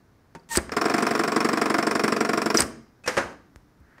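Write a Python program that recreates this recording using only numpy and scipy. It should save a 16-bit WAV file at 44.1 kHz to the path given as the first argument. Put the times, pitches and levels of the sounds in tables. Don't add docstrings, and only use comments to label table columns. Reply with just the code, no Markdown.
import sys
import numpy as np
from scipy import signal
from scipy.fft import rfft, irfft
from scipy.io import wavfile
from scipy.ndimage import uniform_filter1d

SR = 44100
rng = np.random.default_rng(int(sys.argv[2]) if len(sys.argv) > 2 else 0)


def to_wav(s):
    ch = np.atleast_2d(s).T
    pcm = np.round(np.clip(ch, -1, 1) * 32767)
    wavfile.write(sys.argv[1], SR, pcm.astype(np.int16))


N = 176400
T = np.arange(N) / SR

# start_s, level_db
RUN_UP_STROKES = [(.718, -6), (.7655, -1.5)]
# clack_db, tick_db
ROCKER_STOPS = [(1.2, 3), (2.5, 3.5)]
# pitch_hz, light_stop_db, heavy_stop_db, t60_s
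CABINET_MODES = [(139.3, -24, -12, 0.14), (226.6, -10, 4, 0.1), (284, -6.5, -0.5, 0.069),
                 (329.3, -0.5, 2, 0.1), (376.7, -8, -5, 0.13), (455, -2.5, -4.5, 0.036)]
# start_s, level_db, bass_db, treble_db, t60_s (at 1500 Hz)
LEVER_KNOCKS = [(.350, -10.5, 17.5, -2.5, 0.072), (0.553, 1.5, -23, 1, 0.099), (.573, 5, 18.5, 6, 0.025),
                (0.583, 1.5, -1, -21, 0.056), (.694, -9.5, -21, -24, 0.015), (2.586, 7.5, 4, -5, 0.15),
                (2.605, 4, 6.5, -5.5, 0.057), (2.619, 1, -0.5, 16.5, 0.05), (3.076, 7, -4.5, -2.5, 0.12),
                (3.169, 8, -7, -10.5, 0.28), (3.1775, 9.5, -3, -14.5, 0.078), (3.56, -22, 11, 3, 0.0047),
                (3.982, -24, -7, -19, 0.035)]
# start_s, level_db
FRAME_BUMPS = [(0.571, -1.5), (2.613, -9), (3.246, -17), (3.557, -17.5), (3.8, -21)]
# start_s, level_db, ring_hz, t60_s
CATCH_SNAPS = [(.396, -38, 4700, 0.027), (.434, -47, 4700, 0.034), (0.5598, -2, 8500, 0.012),
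               (0.5723, 7.5, 8400, 0.0086), (2.5717, 9, 5780, 0.028), (2.596, -6, 5140, 0.22),
               (2.6052, 9, 8370, 0.012), (3.078, -2, 5520, 0.031)]
# start_s, pitch_hz, level_db, t60_s
FADING_TONES = [(.352, 922, -38.5, 0.13), (2.574, 4970, -16, 0.08), (2.592, 355, -23.5, .12),
                (.574, 359.7, -13, 0.051), (3.042, 2550, -39.5, 0.28), (3.078, 510, -19.5, 0.083),
                (3.175, 548, -14.5, 0.067), (3.176, 301, -56, 4)]
# time_s, scrape_db, squeak_db
KEY_ENVELOPE = [(0.489, -50.5, -67), (0.515, -37, -30.5), (0.53, -31, -32.5), (.545, -32, -36.5),
                (0.557, -31, -33), (0.572, -26.5, -60), (0.577, -68.5, -82.5)]
# time_s, level_db
BEARING_ENVELOPE = [(3.038, -47.5), (3.057, -53), (3.063, -34), (3.09, -37.5), (3.14, -37), (3.34, -57.5)]
NOTCH_ENVELOPE = [(2.555, -38.5), (2.6, -26), (2.612, -50)]
# frequency_hz, level_db
CLACK_SPECTRUM = [(130, -20.5), (300, -3.5), (480, -4.5), (570, -12), (700, -4.5), (830, -16.5),
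                  (1050, -5.5), (1350, -8.5), (2100, -14.5), (2700, -25.5), (4000, -28.5), (16000, -50.5)]
TICK_SPECTRUM = [(2500, 0.5), (3800, -15.5), (4800, 0), (5450, 1), (5900, -4.5), (6700, -8.5), (8100, -4.5),
                 (9500, -12), (15000, -24)]
IRON_SPECTRUM = [(60, -19), (180, -4.5), (450, -3), (750, -6), (1800, -2), (2500, -10.5), (3600, -17),
                 (5400, -14), (9000, -20), (16000, -41)]
BUMP_SPECTRUM = [(20, -14), (65, 16), (120, 3.5), (1000, -36.5)]
STEEL_SPECTRUM = [(500, -29.5), (3000, -25.5), (4500, 6), (9000, -12.5), (11000, -6.5), (16000, -20.5)]
SCRAPE_SPECTRUM = [(1500, -7.5), (6300, -6.5), (8000, 2), (10500, -13), (14500, -12), (16000, -19)]
ROOM_TONE_SPECTRUM = [(20, -7), (65, 4), (270, 1), (500, -8.5), (1600, -13), (3000, -27), (5500, -25),
                      (8000, -33.5)]
# frequency_hz, t60_s
ROOM_DECAY = [(100, 0.77), (260, 0.55), (700, 0.4), (1800, 0.46), (5000, 0.5), (9000, 0.31), (15000, 0.2)]
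# frequency_hz, gain_db
ROOM_RESPONSE = [(60, 2), (250, 2.5), (4500, -4), (14000, 2)]
ROCKER_COUPLING = [(150, -6), (700, -7.5), (5000, -10.5)]


def rocker(start_s=.8125, stroke_s=.0422, strokes=42, looseness=.59, clack_lag_s=.001143, pawl_hz=5452):
    clack = lambda: contact(CLACK_SPECTRUM, t60=.057, rise_s=.0018)
    tick = lambda: contact(TICK_SPECTRUM, t60=.044, rise_s=.00097, glint_db=6.5, smooth_bins=128)
    voices = [(clack(), tick()) for _ in ROCKER_STOPS]
    modes = [(-1) ** k * mode(hz, -25.5, t60) for k, (hz, _, _, t60) in enumerate(CABINET_MODES)]
    mode_db = np.array(CABINET_MODES)[:, 1:-1].T
    firmness = np.sqrt(1 - looseness ** 2)
    steady_strokes = [(start_s + k * stroke_s, 0) for k in range(strokes)]
    out = np.zeros(N)
    for k, (s, db) in enumerate(RUN_UP_STROKES + steady_strokes):
        own_clack, own_tick = voices[k % 2]
        clack_db, tick_db = ROCKER_STOPS[k % 2]
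        s += .0004 * rng.standard_normal()
        db += 1.03 * rng.standard_normal()
        add(out, s, amp(db + tick_db - 5.5) * (firmness * own_tick + looseness * tick()))
        ping_hz = pawl_hz * (1 + .018 * rng.standard_normal())
        add(out, s, mode(ping_hz, db - 29.5 + 1.5 * rng.standard_normal(), t60=.05))
        add(out, s + clack_lag_s, amp(db + clack_db + 5.5) * (firmness * own_clack + looseness * clack()))
        cabinet = amp(db + mode_db[k % 2] + 1.5 * rng.standard_normal(len(modes))) @ np.array(modes)
        add(out, s + clack_lag_s, cabinet)
        rebound_db = db + 1 - 7 * (s - start_s)
        add(out, s + rng.uniform(.014, .028), amp(rebound_db) * (clack() + amp(-15.5) * tick()))
    return signal.sosfilt(signal.butter(4, 105, "high", fs=SR, output="sos"), out)


def lever(bass_hz=400, treble_hz=3500, damping=.22):
    out = np.zeros(N)
    for s, db, bass_db, treble_db, t60 in LEVER_KNOCKS:
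        shelves = lambda hz: (bass_db / (1 + (hz / bass_hz) ** 2)
                              + treble_db * hz ** 2 / (hz ** 2 + treble_hz ** 2))
        modes = ring(lambda hz: t60 * (hz / 1500) ** -damping)
        add(out, s, amp(db) * unit(colour(modes, IRON_SPECTRUM, shelves)))
    return out


def frame(t60=.06):
    out = np.zeros(N)
    for s, db in FRAME_BUMPS:
        add(out, s, amp(db) * unit(colour(ring(lambda hz: t60), BUMP_SPECTRUM)))
    return out


def catches(peak_db=24, half_width_octaves=.15):
    out = np.zeros(N)
    for s, db, ring_hz, t60 in CATCH_SNAPS:
        peak = lambda hz: peak_db / (1 + (np.log2((hz + 1) / ring_hz) / half_width_octaves) ** 2)
        add(out, s, amp(db) * unit(colour(ring(lambda hz: t60), STEEL_SPECTRUM, peak)))
    return out


def key_slide(centre_hz=911, waver=.0037, sag_per_s=.6):
    s, scrape_db, squeak_db = np.array(KEY_ENVELOPE).T
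    sag = sag_per_s * (np.clip(T, s[0], s[-1]) - s.mean())
    pitch_hz = centre_hz * (1 + waver * flutter(size=400) - sag)
    phase = 2 * np.pi * np.cumsum(pitch_hz) / SR
    upper_harmonics = sum(np.sin(k * phase + k * k) for k in range(3, 12))
    squeak = np.sin(phase) + amp(.5) * np.sin(2 * phase) + amp(-19) * upper_harmonics
    scrape = friction(SCRAPE_SPECTRUM, slip=1 + .5 * np.cos(phase))
    return swell(np.c_[s, scrape_db]) * scrape + swell(np.c_[s, squeak_db]) * squeak


def fading_tones():
    out = np.zeros(N)
    for s, hz, db, t60 in FADING_TONES:
        add(out, s, mode(hz, db, t60, size=N))
    return out


def friction(spectrum, slip=1, grit_db=2.5):
    bursts = rng.standard_normal(N) * slip * amp(grit_db * flutter(size=16))
    return np.sqrt(N) * unit(colour(bursts, spectrum))


def contact(spectrum, t60, rise_s, glint_db=0, smooth_bins=16, chatter_db=3, size=4096):
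    t = T[:size]
    chatter = rng.standard_normal(size) * amp(chatter_db * flutter(size=40, count=size))
    burst = chatter * (1 - np.exp(-t / rise_s)) * decay(t, t60)
    glints = glint_db * rng.standard_normal(80)
    resonances = lambda hz: np.interp(hz, np.linspace(0, SR / 2, len(glints)), glints)
    return unit(colour(whiten(burst, smooth_bins), spectrum, resonances))


def reverberation(sound):
    modes = ring(lambda hz: curve(hz, ROOM_DECAY), size=32768, bands=48)
    return signal.fftconvolve(sound, colour(modes, ROOM_RESPONSE))


def background(tone_db=-59, rustle_db=-53, rustle_rise_s=(3.79, 4.15)):
    rustle = hiss([(800, -17), (1700, 5), (2800, -19), (10000, -35)])
    rustle *= np.interp(T, rustle_rise_s, [0, 1])
    return amp(tone_db) * hiss(ROOM_TONE_SPECTRUM) + amp(rustle_db) * rustle


def ring(t60, size=8192, bands=16):
    hz = np.fft.rfftfreq(size, 1 / SR)
    noise = rfft(rng.standard_normal(size))
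    edges = np.r_[0, np.geomspace(120, SR / 2, bands)]
    out = np.zeros(size)
    for lo, hi in zip(edges, edges[1:]):
        band = irfft(noise * (hz >= lo) * (hz < hi))
        out += np.sqrt(hi - lo) * unit(band * decay(T[:size], t60((lo + hi) / 2)))
    return whiten(out)


def mode(hz, db, t60, size=16384):
    return amp(db) * np.sin(2 * np.pi * hz * T[:size]) * decay(T[:size], t60)


def decay(t, t60):
    return np.exp(-np.log(1000) * t / t60)


def hiss(spectrum):
    return np.sqrt(N) * unit(colour(rng.standard_normal(N), spectrum))


def flutter(size, count=N):
    x = uniform_filter1d(rng.standard_normal(count), size=size)
    return x / x.std()


def swell(rows):
    s, db = np.array(rows).T
    return amp(np.interp(T, s, db)) * (T > s[0]) * (T < s[-1])


def whiten(x, smooth_bins=32):
    hz = np.fft.rfftfreq(len(x), 1 / SR)
    power = uniform_filter1d(np.abs(rfft(x)) ** 2, size=smooth_bins)
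    return unit(colour(x, np.c_[hz + 1, -10 * np.log10(power + 1e-18)]))


def colour(x, spectrum, extra_db=lambda hz: 0, size=4096):
    hz = np.fft.rfftfreq(size, 1 / SR)
    cepstrum = irfft(np.log(amp(curve(hz, spectrum) + extra_db(hz))))
    cepstrum[1:size // 2] *= 2
    cepstrum[size // 2 + 1:] = 0
    return signal.fftconvolve(x, irfft(np.exp(rfft(cepstrum))))[:len(x)]


def curve(hz, points):
    frequencies, values = np.array(points, float).T
    return np.interp(np.log(hz + 1), np.log(frequencies), values)


def amp(db):
    return 10 ** (np.asarray(db) / 20)


def unit(x):
    return x / np.sqrt(np.sum(x ** 2))


def add(out, s, x):
    i = int(s * SR)
    out[i:i + len(x)] += x[:N - i]


def scene(first_echo_s=.006, iron_room_db=-10.5, steel_room_db=-21.5):
    clatter = rocker()
    iron = lever() + frame() + swell(BEARING_ENVELOPE) * friction(IRON_SPECTRUM)
    steel = catches() + fading_tones() + key_slide() + swell(NOTCH_ENVELOPE) * friction(SCRAPE_SPECTRUM)
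    into_room = colour(clatter, ROCKER_COUPLING) + amp(iron_room_db) * iron + amp(steel_room_db) * steel
    reflections = reverberation(into_room)
    out = clatter + iron + steel + background()
    add(out, first_echo_s, reflections)
    return out[None]


def record(dry, cutoff_hz=15600):
    return signal.sosfilt(signal.ellip(10, .2, 80, cutoff_hz, fs=SR, output="sos"), dry)


dry = scene()
out = record(dry)
to_wav(out)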